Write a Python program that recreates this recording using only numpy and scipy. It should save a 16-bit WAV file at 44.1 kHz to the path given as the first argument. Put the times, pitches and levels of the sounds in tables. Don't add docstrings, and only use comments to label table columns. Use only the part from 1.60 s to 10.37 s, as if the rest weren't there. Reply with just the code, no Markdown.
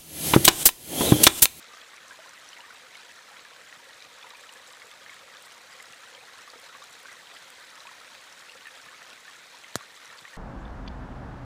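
import sys
import numpy as np
from scipy import signal
from scipy.io import wavfile
from scipy.ndimage import uniform_filter1d

SR = 44100
rng = np.random.default_rng(int(sys.argv[2]) if len(sys.argv) > 2 else 0)


def natural_amplitude(level_db):
    exponent = np.asarray(level_db, float) / 20
    return 10 ** exponent


def put_to_file(sound):
    columns = np.atleast_2d(sound).T
    safe = np.clip(columns, -1, 1)
    whole_steps = np.round(safe * 32767)
    wavfile.write(sys.argv[1], SR, whole_steps.astype(np.int16))


N = 386757

# (time [s], level [dB], nominal pitch [Hz], ring length to half amplitude [cycles])
CLEAR_BUBBLES = [(0.1371, -42, 1200, 10), (0.3636, -41.5, 5890, 8.3), (0.482, -40, 6180, 6),
                 (0.5087, -37.5, 1594, 11), (0.5898, -44.5, 646, 9), (0.6593, -43, 1035, 6.7),
                 (0.6928, -40, 5940, 9), (0.8891, -39, 5700, 17), (0.931, -37.5, 3000, 9),
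                 (0.974, -39.5, 2190, 6), (1.005, -38, 2840, 10), (1.105, -39.5, 1460, 8.7),
                 (1.3533, -38, 2180, 10), (1.8511, -39.5, 1700, 7), (2.1263, -36.5, 1900, 5.5),
                 (2.4237, -36.5, 3880, 5.6), (2.6265, -38.5, 3420, 12), (2.6433, -40.5, 975, 6.4),
                 (2.6657, -50, 906, 14), (2.6931, -44, 8650, 5), (2.7047, -36, 3840, 7),
                 (2.7351, -44, 970, 8), (2.8105, -43, 7490, 7.6), (2.892, -37.5, 2870, 8.4),
                 (2.9367, -39.5, 7800, 9.2), (3.2188, -40.5, 2160, 11), (3.3136, -38, 3470, 7.7),
                 (3.462, -39, 1770, 7), (3.4949, -34.5, 2180, 7), (3.7694, -39, 3560, 7),
                 (3.824, -40, 9080, 7), (3.9194, -38, 3070, 4), (4.2008, -36.5, 2050, 8.2),
                 (4.2257, -38, 7940, 6.6), (4.324, -38.5, 6180, 6.3), (4.3322, -40, 2730, 8),
                 (4.5492, -37.5, 3140, 9.2), (4.5502, -48.5, 553, 5.1), (4.739, -44.5, 1070, 6.4),
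                 (4.8768, -39, 1190, 5.3), (4.901, -37.5, 4630, 7.4), (4.9347, -43, 523, 2.8),
                 (4.9581, -44.5, 480, 3.8), (5.1502, -37, 1140, 6.7), (5.2195, -42, 1155, 14),
                 (5.24, -39, 7140, 6), (5.456, -37, 1520, 7.2), (5.483, -40.5, 1610, 6.8),
                 (5.7643, -36.5, 1950, 4.8), (6.2043, -38, 3980, 9), (6.253, -42.5, 940, 8.7),
                 (6.27, -35.5, 2500, 6.7), (6.2751, -43, 1090, 15), (6.2915, -41, 1900, 7),
                 (6.314, -41, 1020, 3.2), (6.895, -36.5, 2750, 9), (6.9524, -44.5, 528, 6.3),
                 (7.0561, -37, 1860, 7), (7.0696, -33, 1770, 8.1), (7.0835, -41, 1770, 8),
                 (7.2873, -40, 1740, 7), (7.418, -39.5, 1770, 8), (7.5312, -38.5, 2730, 5),
                 (7.6798, -39.5, 1780, 11), (8.044, -36.5, 2090, 6.8), (8.208, -39, 1160, 7.5),
                 (8.4561, -39, 5890, 7.9), (8.4773, -43, 5620, 10), (8.5017, -38.5, 1840, 6),
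                 (8.6517, -37, 1860, 9), (8.6789, -38.5, 2150, 6.1), (8.7329, -39, 1830, 9.1)]
# (pitch [Hz], level [dB])
PLIP_LEVELS = [(800, -51.5), (1400, -46), (3000, -44), (9500, -45.5)]
# (pitch [Hz], density [dB per Hz])
SWARM_SPECTRUM = [(250, -6), (400, -13.5), (520, -2.5), (760, -1.5), (1100, 2.5), (1760, 4), (2600, -4),
                  (3900, -3.5), (4800, -10), (7600, -11), (12000, -29)]
# (time [s], gain of wash, swarm and splashes [dB], gurgle level [dB])
FLOW_COURSE = [(0, -0.1, -64), (1, 0.04, -70), (1.9, -.5, -65.5), (2.2, -0.4, -67), (3, -0.15, -63.5),
               (4, 0.2, -65), (5, .5, -64.5), (5.3, 1, -65.5), (6, 1.2, -68.5), (7, 0.45, -67),
               (7.6, .5, -69.5), (8.77, 0, -69)]
# (time [s], peak of the blow [dB])
SNAP_EVENT = (8.1563, -6.5)
# (frequency [Hz], level before swing factor [dB], t60 [s], first swing factor [+ out, - in])
SNAP_RINGS = [(118, -26.5, 0.044, -0.85), (192, -24.5, 0.022, -1), (700, -20, 0.013, 0.8),
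              (1350, -13.5, 0.0049, 0.84), (1720, -15, 0.0046, 1), (4260, -9, 0.0019, 1),
              (6300, -1, 0.00093, 0.94), (9700, -9.5, 0.0011, -1), (12700, -11, 0.0013, 1)]
# (time [s], level [dB])
FINGER_THUDS = [(2.166, -56), (4.3, -56), (7.265, -53), (8.617, -54)]
# (frequency [Hz], density [dB per Hz])
WASH_SPECTRUM = [(30, -14), (60, -15), (108, -13.5), (262, -11), (388, -14.5), (517, -5), (764, -9.5),
                 (1290, -5), (1760, -1), (2350, -3), (2750, -7.5), (3860, -4), (4760, -10), (7800, -13),
                 (9000, -17), (11300, -20), (11800, -25), (15400, -22.5)]


def evened(x):
    return x / np.sqrt(np.mean(x ** 2) + 1e-20)


def read(points, hz):
    f, value = np.transpose(points)
    return np.interp(np.log(hz + 1), np.log(f + 1), value)


def add(mix, start_s, sound):
    part = mix[round(start_s * SR):][:len(sound)]
    part += sound[:len(part)]


def bubble(hz, half_cycles):
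    turns = np.arange(0, 4 * half_cycles + 2, hz / SR)
    envelope = (1 - np.exp(-turns / 0.24)) * .5 ** ((turns / half_cycles) ** 1.34)
    ring = envelope * np.sin(2 * np.pi * turns * (.99 + .0012 * turns))
    tick = 3.48 * turns * np.exp(-turns / 0.6) * np.sin(2 * np.pi * 1.367 * turns)
    return ring + tick


def spatter(hz, noise):
    t = np.arange(len(noise)) / SR
    turns = np.arange(0, 2, 1.16 * hz / SR)
    wide = np.hanning(len(turns)) * np.sin(2 * np.pi * turns)
    spray = evened(np.convolve(noise, wide)[:len(t)])
    attack_s, decay_s = 0.0001, 0.0028
    return spray * (1 - np.exp(-t / attack_s)) * np.exp(-t / decay_s)


def plips():
    rate_per_s, low_hz, high_hz = 20, 800, 9490
    spread_db, min_cycles, max_cycles = 4, 4.5, 10
    train_share, train_gap_s, pitch_scatter = .4, .018, .08
    gap, pitch, luck, length, again, stray = rng.random((500, 6)).T
    follows = again < train_share
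    pause_s = (1 / rate_per_s - train_share * train_gap_s) / (1 - train_share)
    born_s = np.cumsum(-np.log(1 - gap) * np.where(follows, train_gap_s, pause_s))
    leader = np.maximum.accumulate(np.where(follows, 0, np.arange(len(gap))))
    hz = low_hz * (high_hz / low_hz) ** pitch[leader]
    hz = hz * (1 + pitch_scatter * (2 * stray - 1))
    db = read(PLIP_LEVELS, hz) + spread_db * (2 * luck - 1)
    half_cycles = min_cycles + (max_cycles - min_cycles) * length
    return list(zip(born_s, db, hz, half_cycles))[:np.sum(born_s < N / SR)]


def shower(pitches_hz, levels_db, per_s, spread_db, cycles):
    out = np.zeros(N)
    for hz, db in zip(pitches_hz, levels_db):
        when, luck, length = rng.random((1000, 3)).T
        born_s = np.cumsum(-np.log(1 - when)) * len(pitches_hz) / per_s
        inside = born_s < N / SR
        strength = natural_amplitude(spread_db * np.minimum(-np.log(1 - luck), 2.8))
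        train = np.zeros(N)
        train[(born_s[inside] * SR).astype(int)] = strength[inside]
        voice = natural_amplitude(db) * np.sqrt(hz) * bubble(hz, cycles * (.5 + length[0]))
        out += signal.oaconvolve(train, voice)[:N]
    return evened(out)


def swarm():
    hz = np.geomspace(240, 13000, 70)
    width_db = 10 * np.log10(hz)
    levels_db = read(SWARM_SPECTRUM, hz) + width_db
    return natural_amplitude(-53.5) * shower(hz, levels_db, per_s=1500, spread_db=3.0, cycles=6.3)


def splashes():
    hz = np.geomspace(2500, 7000, 12)
    return natural_amplitude(-62.5) * shower(hz, -3 * np.log2(hz), per_s=150, spread_db=4.0, cycles=1.37)


def surge(depth_db):
    t = np.arange(0, N / SR + .01, .002)
    slop = sum(np.sin(2 * np.pi * (f * t + rng.random())) / f ** 0.23 for f in np.geomspace(3, 60, 30))
    return natural_amplitude(depth_db * np.interp(np.arange(N) / SR, t, evened(slop)))


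def gurgle():
    hollow_hz = 493
    hz = hollow_hz * np.linspace(.95, 1.1, 6)
    return shower(hz, 0 * hz, per_s=40, spread_db=2.0, cycles=4.6)


def snap():
    t = np.arange(4000) / SR
    rings = sum(swing * natural_amplitude(db - 60 * t / t60_s) * np.sin(2 * np.pi * hz * t)
                for hz, db, t60_s, swing in SNAP_RINGS)
    contact_s = 0.000078
    blow = np.convolve(rings, np.hanning(4))[:len(t)] * (1 - np.exp(-t / contact_s))
    late_s = np.maximum(t - .001, 0)
    scatter = rng.standard_normal(len(t)) * late_s / 0.0032 * np.exp(-late_s / 0.0035)
    crack = np.diff(blow[:12] * np.hanning(12), prepend=0)
    echo = natural_amplitude(-24.0) * np.convolve(scatter, crack)[:len(t)]
    peak_db = SNAP_EVENT[1]
    return natural_amplitude(peak_db) * (blow + echo) / np.max(blow)


def thud():
    n = np.arange(500)
    return np.hanning(500) * np.sin(2 * np.pi * 170 * n / SR)


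def wash():
    frames, hz = N // 128 + 5, np.fft.rfftfreq(512, 1 / SR)
    real, imag, patches = rng.standard_normal((frames, 257, 3)).T
    patches = uniform_filter1d(patches, size=8, axis=0)
    patches = evened(uniform_filter1d(patches, size=8, axis=1))
    level_db = read(WASH_SPECTRUM, hz)[:, None] + 1.73 * patches
    spectra = (real + 1j * imag) * natural_amplitude(level_db)
    noise = signal.istft(spectra, nperseg=512, noverlap=384)[1][:N]
    return natural_amplitude(-53) * evened(noise)


def preamp_flutter():
    return natural_amplitude(-90) * evened(signal.lfilter([1], [1, -.995], rng.standard_normal(N)))


def scene():
    time_s, flow_db, gurgle_db = np.transpose(FLOW_COURSE)
    t = np.arange(N) / SR
    water = wash() + surge(depth_db=1.41) * (swarm() + splashes())
    mix = natural_amplitude(np.interp(t, time_s, flow_db)) * water
    mix += natural_amplitude(np.interp(t, time_s, gurgle_db)) * gurgle()
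    drops = CLEAR_BUBBLES + plips()
    noises = rng.standard_normal((len(drops), 600))
    for (start_s, db, hz, half_cycles), noise in zip(drops, noises):
        add(mix, start_s, natural_amplitude(db - 11.0) * spatter(hz, noise))
        add(mix, start_s, natural_amplitude(db) * bubble(hz, half_cycles))
    for start_s, db in FINGER_THUDS:
        add(mix, start_s, natural_amplitude(db) * thud())
    add(mix, SNAP_EVENT[0], snap())
    return mix[None]


def low_pass(x):
    return signal.sosfilt(signal.butter(12, 16450, fs=SR, output="sos"), x)


def record(dry):
    cut = signal.sosfilt(signal.butter(4, 70, "high", fs=SR, output="sos"), dry)
    cut += preamp_flutter()
    edge = signal.firwin(301, 15500, window=("kaiser", 5), fs=SR)
    mix = signal.oaconvolve(cut, edge[None], "same")
    return low_pass(mix)


dry = scene()
out = record(dry)
put_to_file(out)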